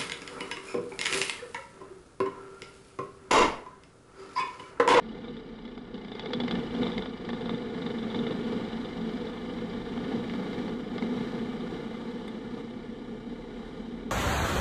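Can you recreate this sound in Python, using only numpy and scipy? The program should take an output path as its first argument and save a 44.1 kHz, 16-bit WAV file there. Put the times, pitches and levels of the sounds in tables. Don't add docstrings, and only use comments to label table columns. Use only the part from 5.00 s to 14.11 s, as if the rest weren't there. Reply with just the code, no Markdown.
import sys
import numpy as np
from scipy import signal
from scipy.fft import rfft, irfft
from scipy.io import wavfile
from scipy.ndimage import uniform_filter1d

SR = 44100
rng = np.random.default_rng(int(sys.argv[2]) if len(sys.argv) > 2 else 0)


def invert_db(x):
    u = np.asarray(x, float) / 20
    return 10 ** u


def int16_out(signal):
    q = np.round(np.clip(np.atleast_2d(signal).T, -1, 1) * 32767)
    wavfile.write(sys.argv[1], SR, q.astype(np.int16))


N = 401751
TIME = np.arange(N) / SR
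# (time [s], blade rate [Hz])
BLADE_RATE = [(0, 32.7), (.5, 31.94), (1, 29.64), (1.5, 26.04), (2.5, 25.12), (3.5, 24.63), (4.5, 24.88),
              (5.5, 26.44), (6.5, 28.16), (7.5, 30.68), (9.11, 35.44)]
# (time [s], level [dB], lead of the buffet on the blade pass [turns])
TRIM_CHATTER = [
    (0, -62.5, 0.07),
    (.9, -65.5, 0.014),
    (1.3, -55, .07),
    (2.2, -58, 0.19),
    (3.4, -57.5, -.6),
    (4.2, -57.5, -.6),
    (5.4, -63.5, -.55),
    (7.4, -68, -0.46),
    (9.11, -84, -0.58),
]


def slipstream(patchy_db=0.5, gust_db=0.75, throb_db=1.0):
    # (low edge [Hz], high edge [Hz])
    region_edges = [(110, 560), (560, 2600), (2600, 5200), (6300, 12000)]
    frames, fine = N // 128 + 9, np.fft.rfftfreq(N, 1 / SR)
    hz = np.fft.rfftfreq(512, 1 / SR)
    power = cabin_power(fine)
    coloured = irfft(rfft(rng.standard_normal(N)) * np.sqrt(power), N)
    z = signal.stft(coloured, nperseg=512, noverlap=384)[2]
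    t = np.arange(z.shape[1]) * 128 / SR

    scale_db = 10 * np.log10(np.mean(coloured ** 2) / power.sum())
    plain_db = [scale_db + 10 * np.log10(power[(fine > lo) & (fine < hi)].sum()) for lo, hi in region_edges]
    air_db = np.array(air(t))
    lift_db = air_db - np.array(plain_db)[:, None]
    place = np.interp(np.log(hz + 1), np.log([450, 700, 2200, 3000, 4600, 6300]), [0, 1, 1, 2, 2, 3])
    blend = np.maximum(1 - abs(place[:, None] - np.arange(4)), 0)

    patches = rng.standard_normal((frames, 257)).T[:, :len(t)]
    patches = evened(uniform_filter1d(uniform_filter1d(patches, size=8, axis=0), size=16, axis=1))
    gusts = evened(uniform_filter1d(rng.standard_normal(frames), size=10))[:len(t)]
    throb = np.cos(2 * np.pi * np.interp(t, TIME, buffet_turns()))
    shared = np.clip(place, .6, 1)[:, None] * np.clip(3.4 - place, 0, 1)[:, None]

    rumble_share = np.clip(np.log2(210 / (hz + 1)), 0, 1.2)[:, None]
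    rumble_db = rumble_share * (0.43 * (air_db[3] + 61.7) + 3.0 - 0.26 * t)
    field_db = rumble_db + blend @ lift_db + patchy_db * patches
    field_db = field_db + shared * (gust_db * gusts + throb_db * throb)
    return signal.istft(z * invert_db(field_db), nperseg=512, noverlap=384)[1][:N]


def air(t):
    # (time [s], strength of the flow [dB], lean to the bass [dB])
    flow = [(0.0, -54, -0.5), (0.91, -55, 0), (1.19, -50.5, -1.5), (1.32, -49.5, 2.5), (1.47, -46, 0),
            (1.88, -43.5, -0.5), (2.08, -48.5, -0.5), (3.4, -44, 0.5), (3.55, -45.5, -1.5),
            (4.8, -47, -0.5), (5.48, -45, 0.5), (5.81, -47.5, 1), (6.24, -45, 0.5), (7.41, -50, 0),
            (7.91, -52.5, 0), (8.47, -52.5, 1.5), (8.63, -51, -2.5), (9.11, -53, 3.5)]
    # (level over the flow [dB], share of its swell [ratio],
    # share of its lean [ratio], share of the gusts [ratio], gain as speed builds [dB/s])
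    regions = [(11.5, 0.92, 1.02, 0.83, -0.0271), (-0.07, 1.03, .1, 0.17, -0.0322),
               (-8.5, 1.06, -.1, 0.29, 0.04), (-28, 1.03, -.2, 0.23, 0.5)]
    # (time [s], change [dB], half length [s])
    surges = [(.3, 1.5, 0.25), (1.56, 0.5, 0.1), (1.7, -1.5, 0.038), (2.2, -2, 0.071), (2.4, 1.5, 0.041),
              (2.68, -1, 0.079), (4.16, 0.5, 0.091), (5.12, 1, 0.11), (5.63, 2, 0.063), (5.88, -2, .05),
              (6.19, 1.5, 0.059), (6.58, -2, 0.046), (6.75, 2, 0.037), (7.59, 1, .04), (8.78, 0, 0.12)]
    # (time [s], change [dB], half length [s])
    gusts = [(0.961, 9, 0.023), (1.397, 4.5, 0.033), (1.555, 4.5, 0.064), (1.83, 6, 0.043),
             (1.98, 6.5, 0.015), (2.543, 5.5, 0.041), (3.224, 3.5, 0.11), (3.544, 5.5, 0.099),
             (4.16, 1.5, 0.03), (4.75, 0.5, 0.019), (5.12, 2.5, 0.12), (5.595, 4, 0.016), (5.881, -2, .03),
             (5.96, 7.5, 0.013), (5.99, -12, 0.012), (6.042, 11.5, 0.011), (6.726, 1.5, 0.017),
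             (7.574, 4, 0.043), (8.097, 3.5, 0.021), (8.802, 3.5, 0.022)]
    calm_db = -49.5
    flow_db, lean_db = curves(flow, t)
    surge_db = sum(db * bump(t, s, half) for s, db, half in surges)
    gust_db = sum(db * bump(t, s, half) for s, db, half in gusts)
    swell_db = flow_db + surge_db - calm_db
    return [calm_db + db + swell * swell_db + lean * lean_db + gust * gust_db + db_per_s * t
            for db, swell, lean, gust, db_per_s in regions]


def cabin_power(hz):
    # (frequency [Hz], width [Hz], level [dB])
    modes = [(126.7, 58, -15.5), (180, 34.5, -8), (237, 56.3, -0.56), (260, 24, -31), (353.5, 166, -11.5),
             (436.3, 72, -8), (485, 48.3, -7.5), (629, 41, -25), (731, 182, -19.5), (868, 115, -19.5),
             (1192, 143, -21.5), (1444, 102, -23), (1747, 207, -24.5), (2089, 162, -24.5), (2295, 144, -27),
             (2867, 57, -29.5), (3075, 420, -28), (3400, 100, -28), (3600, 94, -39), (3818, 660, -29),
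             (4500, 106, -35.5), (4750, 190, -38.5), (4930, 280, -40), (5560, 836, -44.5),
             (7050, 2000, -53), (8500, 760, -54.5)]
    # (frequency [Hz], level [dB])
    valleys = [(22, -45), (34, -21), (60, -32), (100, -19.5), (300, -15.5), (530, -37), (1000, -26.5),
               (2000, -36.5), (2600, -39.5), (3500, -48.5), (5200, -58.5), (9000, -60), (12000, -67),
               (15000, -69.5)]
    # (frequency [Hz], width [Hz], level [dB])
    length_mode = (228.7, 18, -4)
    f, level_db = np.transpose(valleys)
    power = invert_db(2 * np.interp(np.log(hz + 1), np.log(f), level_db))
    for centre, width, db in list(modes) + [length_mode]:
        power += invert_db(2 * db) / (1 + (2 * (hz - centre) / width) ** 2) ** 2
    return power


CABIN_HZ = np.fft.rfftfreq(4096, 1 / SR)
CABIN_DB = 10 * np.log10(cabin_power(CABIN_HZ))


def blade_turns():
    return np.cumsum(curves(BLADE_RATE)[0]) / SR


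def buffet_turns():
    return blade_turns() + curves(TRIM_CHATTER)[1]


def propeller():
    # (level at the middle rate [dB], gain per blade rate [dB/Hz])
    low_orders = [(-58.5, 0.3), (-67, 0.34), (-68.5, .5), (-63.5, 0.7)]
    # (order [number], level against the buffet [dB])
    high_orders = [(5, -8), (6, -12), (7, -7.5), (8, -12), (9, -9), (10, -21)]
    # (frequency [Hz], width [Hz], lift [dB])
    panel_hz, width, panel_db = (76, 7.5, 11.4)
    turns, rate = blade_turns(), curves(BLADE_RATE)[0]
    middle_hz, waver_db = 28.5, 1.5
    levels_db = []
    for order, (db, db_per_hz) in enumerate(low_orders, 1):
        lift_db = panel_db * bump(order * rate, panel_hz, width)
        levels_db.append(db + db_per_hz * (rate - middle_hz) + lift_db + waver_db * waver(count=14))
    buffet_db = uniform_filter1d(air(TIME)[0], size=8000)
    for order, db in high_orders:
        cabin_db = np.interp(order * rate, CABIN_HZ, CABIN_DB)
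        levels_db.append(db - 1.5 + 5.4 * waver(count=60) + cabin_db + buffet_db)
    hum = np.zeros(N)
    for order, db in enumerate(levels_db, 1):
        hum += np.sqrt(2) * invert_db(db) * np.sin(2 * np.pi * (order * turns + rng.random()))
    return hum + airframe_shudder()


def airframe_shudder():
    # (middle [s], half length [s], level [dB])
    swells = [
        (.1, .4, -56),
        (1.75, .55, -54),
        (4.2, 1, -56),
        (5.761, .25, -56),
        (6.54, .18, -55),
        (7.55, 0.34, -58),
        (8.9, 0.57, -56),
    ]
    rest_db = -66
    tone = evened(resonate(rng.standard_normal(N), 42.5, 8))
    return (invert_db(rest_db) + sum(invert_db(db) * bump(TIME, s, half) for s, half, db in swells)) * tone


def panels():
    # (time [s], peak [dB], dull thud re peak [dB], loudest panel mode [Hz])
    slaps = [(.6509, -36.5, -10, 3390), (.6774, -40, -14, 2110), (.7766, -33.5, -6, 2130),
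             (.9423, -34, -10, 3330), (.9772, -38.5, -8, 3240), (1.0141, -41, -10, 2110),
             (1.047, -37.5, -16, 2120), (1.1508, -28, -8, 2130), (1.1942, -25, -14, 3400),
             (1.2331, -27, -2, 2090), (1.3049, -25, -1, 2130), (1.3329, -17.5, -14.5, 3420),
             (1.4007, -19, -6, 3440), (1.4346, -27.5, -9, 3420), (1.4795, -22.5, -7.5, 2120),
             (1.5095, -20.5, -11, 3330), (1.5524, -27, -12, 2110), (1.7499, -26.5, -6, 3380),
             (1.9789, -22, -9.5, 2120), (2.1974, -39, -1, 2920), (2.2478, -34, -6, 2920),
             (2.2892, -21.5, -5, 2120), (4.5855, -31, 0, 2170), (4.9761, -26.5, 5, 2120),
             (5.2954, -28.5, -10, 2120), (5.3358, -27, -1, 2130), (5.5288, -28, -9, 2120),
             (5.679, -26, -4, 2096), (5.9798, -24.5, -4.5, 2110), (6.0227, -25.5, -8, 2120)]
    # (time [s], peak [dB], ping re peak [dB], loudest panel mode [Hz])
    pings = [(.2414, -33.5, -10, 2300), (.2793, -34, -6.5, 2080), (.3661, -35, -9, 3410),
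             (1.0814, -36, -5, 2120), (1.1169, -25.5, -11, 2120), (1.2575, -23, -12, 2093),
             (1.8292, -22.5, -4, 3385), (1.8662, -19.5, -9, 2105), (1.917, -28, -6, 3413),
             (2.0208, -25.5, -7, 3510), (2.0577, -26.5, -12, 2100), (2.3306, -23, -16, 3514),
             (2.4079, -29.5, -11, 3225), (2.4563, -28.5, -16, 3500), (2.4927, -21.5, -8.5, 2110),
             (2.5436, -28, -8, 2156), (2.8175, -31.5, -3.5, 3500), (2.8619, -25, -6, 2102),
             (2.9008, -27.5, -9.5, 2107), (2.9826, -35, 0, 2950), (3.027, -35.5, -1.5, 2093),
             (3.0989, -30, -5, 3382), (3.1438, -25, -5.5, 2160), (3.1882, -29, -1, 2110),
             (3.2655, -22.5, -9.5, 2120), (3.3074, -24, -11.5, 2117), (3.8447, -30.5, -8, 2980),
             (4.2677, -29.5, -10, 3500), (6.6059, -31.5, -11, 3250), (7.278, -31.5, -8, 2152)]
    bounce_s, bounce_db = .012, -11
    ping_bright_db, ping_dull_db = -24, -4
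    out = np.zeros(N)
    for s, db, dull_db, mode_hz in slaps:
        add(out, s, invert_db(db - 2.5) * knock(-22, -19.5, dull_db, mode_hz))
    for s, db, ping_db, mode_hz in pings:
        add(out, s, invert_db(db - 2.0) * knock(ping_db, ping_bright_db, ping_dull_db, mode_hz))
    for s, db, _, mode_hz in list(slaps) + list(pings):
        add(out, s + bounce_s, invert_db(db + bounce_db) * knock(-7.0, ping_bright_db, ping_dull_db, mode_hz))
    return out


def knock(ping_db, bright_db, dull_db, mode_hz, contact_s=.004):
    # (frequency [Hz], level [dB])
    slap_colour = [(200, -21.5), (500, 0), (900, -0.5), (2000, 1.5), (3300, 3), (4900, 0.5), (6000, -8),
                   (7200, -6), (9000, -27), (15000, -35)]
    # (frequency [Hz], width [Hz], level [dB])
    plate_modes = [(3560, 110, 0), (3640, 110, -2), (3900, 130, -8)]
    t = np.arange(1200) / SR
    blow = rng.standard_normal(1200) * np.exp(-t / contact_s) * np.minimum(t / .0013, 1)
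    f, slap_db = np.transpose(slap_colour)
    colour_db = np.interp(np.log(CABIN_HZ + 1), np.log(f), slap_db)
    tilt_db = np.interp(CABIN_HZ, [1270, 1850, 4120, 4660], [dull_db + 9.5, 0, 0, bright_db + 26.0])
    mode_db = 9.8 / (1 + ((CABIN_HZ - mode_hz) / 130.0) ** 2)
    body = signal.fftconvolve(blow, causal(CABIN_DB + colour_db + tilt_db + mode_db))
    padded = np.pad(blow * np.exp(-t / contact_s), (0, len(body) - len(blow)))
    plate = sum(invert_db(db) * resonate(padded, centre, width) for centre, width, db in plate_modes)
    share = invert_db(min(ping_db + 0.5, -.3))
    return 0.14 * (np.sqrt(1 - share ** 2) * evened(body) + share * evened(plate))


def chatter(spread_db=5.0, late_s=.008):
    # (frequency [Hz], width [Hz], level [dB])
    trim_parts = [(2120, 220, -5), (2942, 150, 3), (3250, 280, -3), (3420, 180, 1), (3527, 160, 2),
                  (3934, 170, -3.5), (4620, 260, -16), (4850, 260, -4.5)]
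    beats = np.flatnonzero(np.diff(np.floor(buffet_turns() + .2)))
    late, force = rng.random((len(beats), len(trim_parts), 2)).T
    t, out = np.arange(1200) / SR, np.zeros(N)
    for k, (centre, width, db) in enumerate(trim_parts):
        hits = np.zeros(N)
        places = np.minimum(beats + (late[k] * late_s * SR).astype(int), N - 1)
        hits[places] = invert_db(db + spread_db * np.log(force[k] + .01))
        buzz = signal.oaconvolve(hits, t * np.exp(-t / 0.0031))[:N] * rng.standard_normal(N)
        out += resonate(buzz, centre, width) / np.sqrt(width)
    return invert_db(curves(TRIM_CHATTER)[0]) * evened(out)


def leaks():
    # (time [s], frequency [Hz], level [dB])
    low_whistle = [
        (4.2, 10500, -104),
        (4.6, 10700, -93),
        (5.2, 11000, -93),
        (5.45, 11700, -89),
        (5.9, 11900, -91),
        (6.3, 12400, -95),
        (6.7, 12700, -108),
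    ]
    # (time [s], frequency [Hz], level [dB])
    high_whistle = [
        (3, 14200, -106),
        (4.1, 14400, -96),
        (4.7, 14550, -92),
        (5.15, 14800, -94),
        (5.6, 14500, -104),
        (6.3, 14300, -97),
        (7, 14600, -97),
        (7.75, 14600, -104),
    ]
    # (time [s], level [dB])
    tick_s, tick_db = (7.278, -64)
    out = np.zeros(N)
    for rows in (low_whistle, high_whistle):
        hz, db = curves(rows)
        out += invert_db(db) * evened(resonate(rng.standard_normal(N), hz, 300))
    snap = rng.standard_normal(500) * np.exp(-np.arange(500) / SR / .005)
    snap = resonate(resonate(snap, 8200, 7000), 8200, 7000)
    add(out, tick_s, invert_db(tick_db) * evened(snap))
    return out


def resonate(x, hz, width):
    turn = np.exp(2j * np.pi * np.cumsum(hz * np.ones(len(x))) / SR)
    r = np.exp(-np.pi * width / SR)
    low = signal.lfilter([1 - r], [1, -r], x / turn)
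    low = signal.lfilter([1 - r], [1, -r], low)
    return 2 * (turn * low).real


def causal(gain_db):
    log_gain = np.log(invert_db(np.r_[gain_db, gain_db[-2:0:-1]]))
    return np.fft.ifft(np.exp(np.conj(signal.hilbert(log_gain)))).real[:1500]


def evened(x):
    return x / np.sqrt(np.mean(x ** 2) + 1e-20)


def curves(rows, t=TIME):
    s, *columns = np.transpose(rows)
    return [np.interp(t, s, c) for c in columns]


def bump(t, middle, half):
    return np.exp(-((t - middle) / half) ** 2)


def waver(count):
    return np.interp(TIME, np.linspace(0, TIME[-1], count), rng.standard_normal(count))


def add(mix, s, sound):
    part = mix[round(s * SR):][:len(sound)]
    part += sound[:len(part)]


def scene():
    return (slipstream() + propeller() + panels() + chatter() + leaks())[None]


def roll_off(x):
    return signal.sosfilt(signal.butter(12, 14980, fs=SR, output="sos"), x)


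def record(dry):
    # (frequency [Hz], level [dB per bin])
    threshold = [(9000, -135), (10000, -119), (12600, -115), (12800, -106), (15000, -107.5)]
    hz, _, z = signal.stft(dry, SR, nperseg=1024, noverlap=768)
    power = uniform_filter1d(uniform_filter1d(abs(z) ** 2, size=5, axis=1), size=4, axis=2)
    edge_hz, floor_db = np.transpose(threshold)
    kept = power > invert_db(2 * np.interp(hz, edge_hz, floor_db))[:, None]
    mix = signal.istft(z * kept, SR, nperseg=1024, noverlap=768)[1][:, :N]
    return roll_off(mix)


dry = scene()
out = record(dry)
int16_out(out)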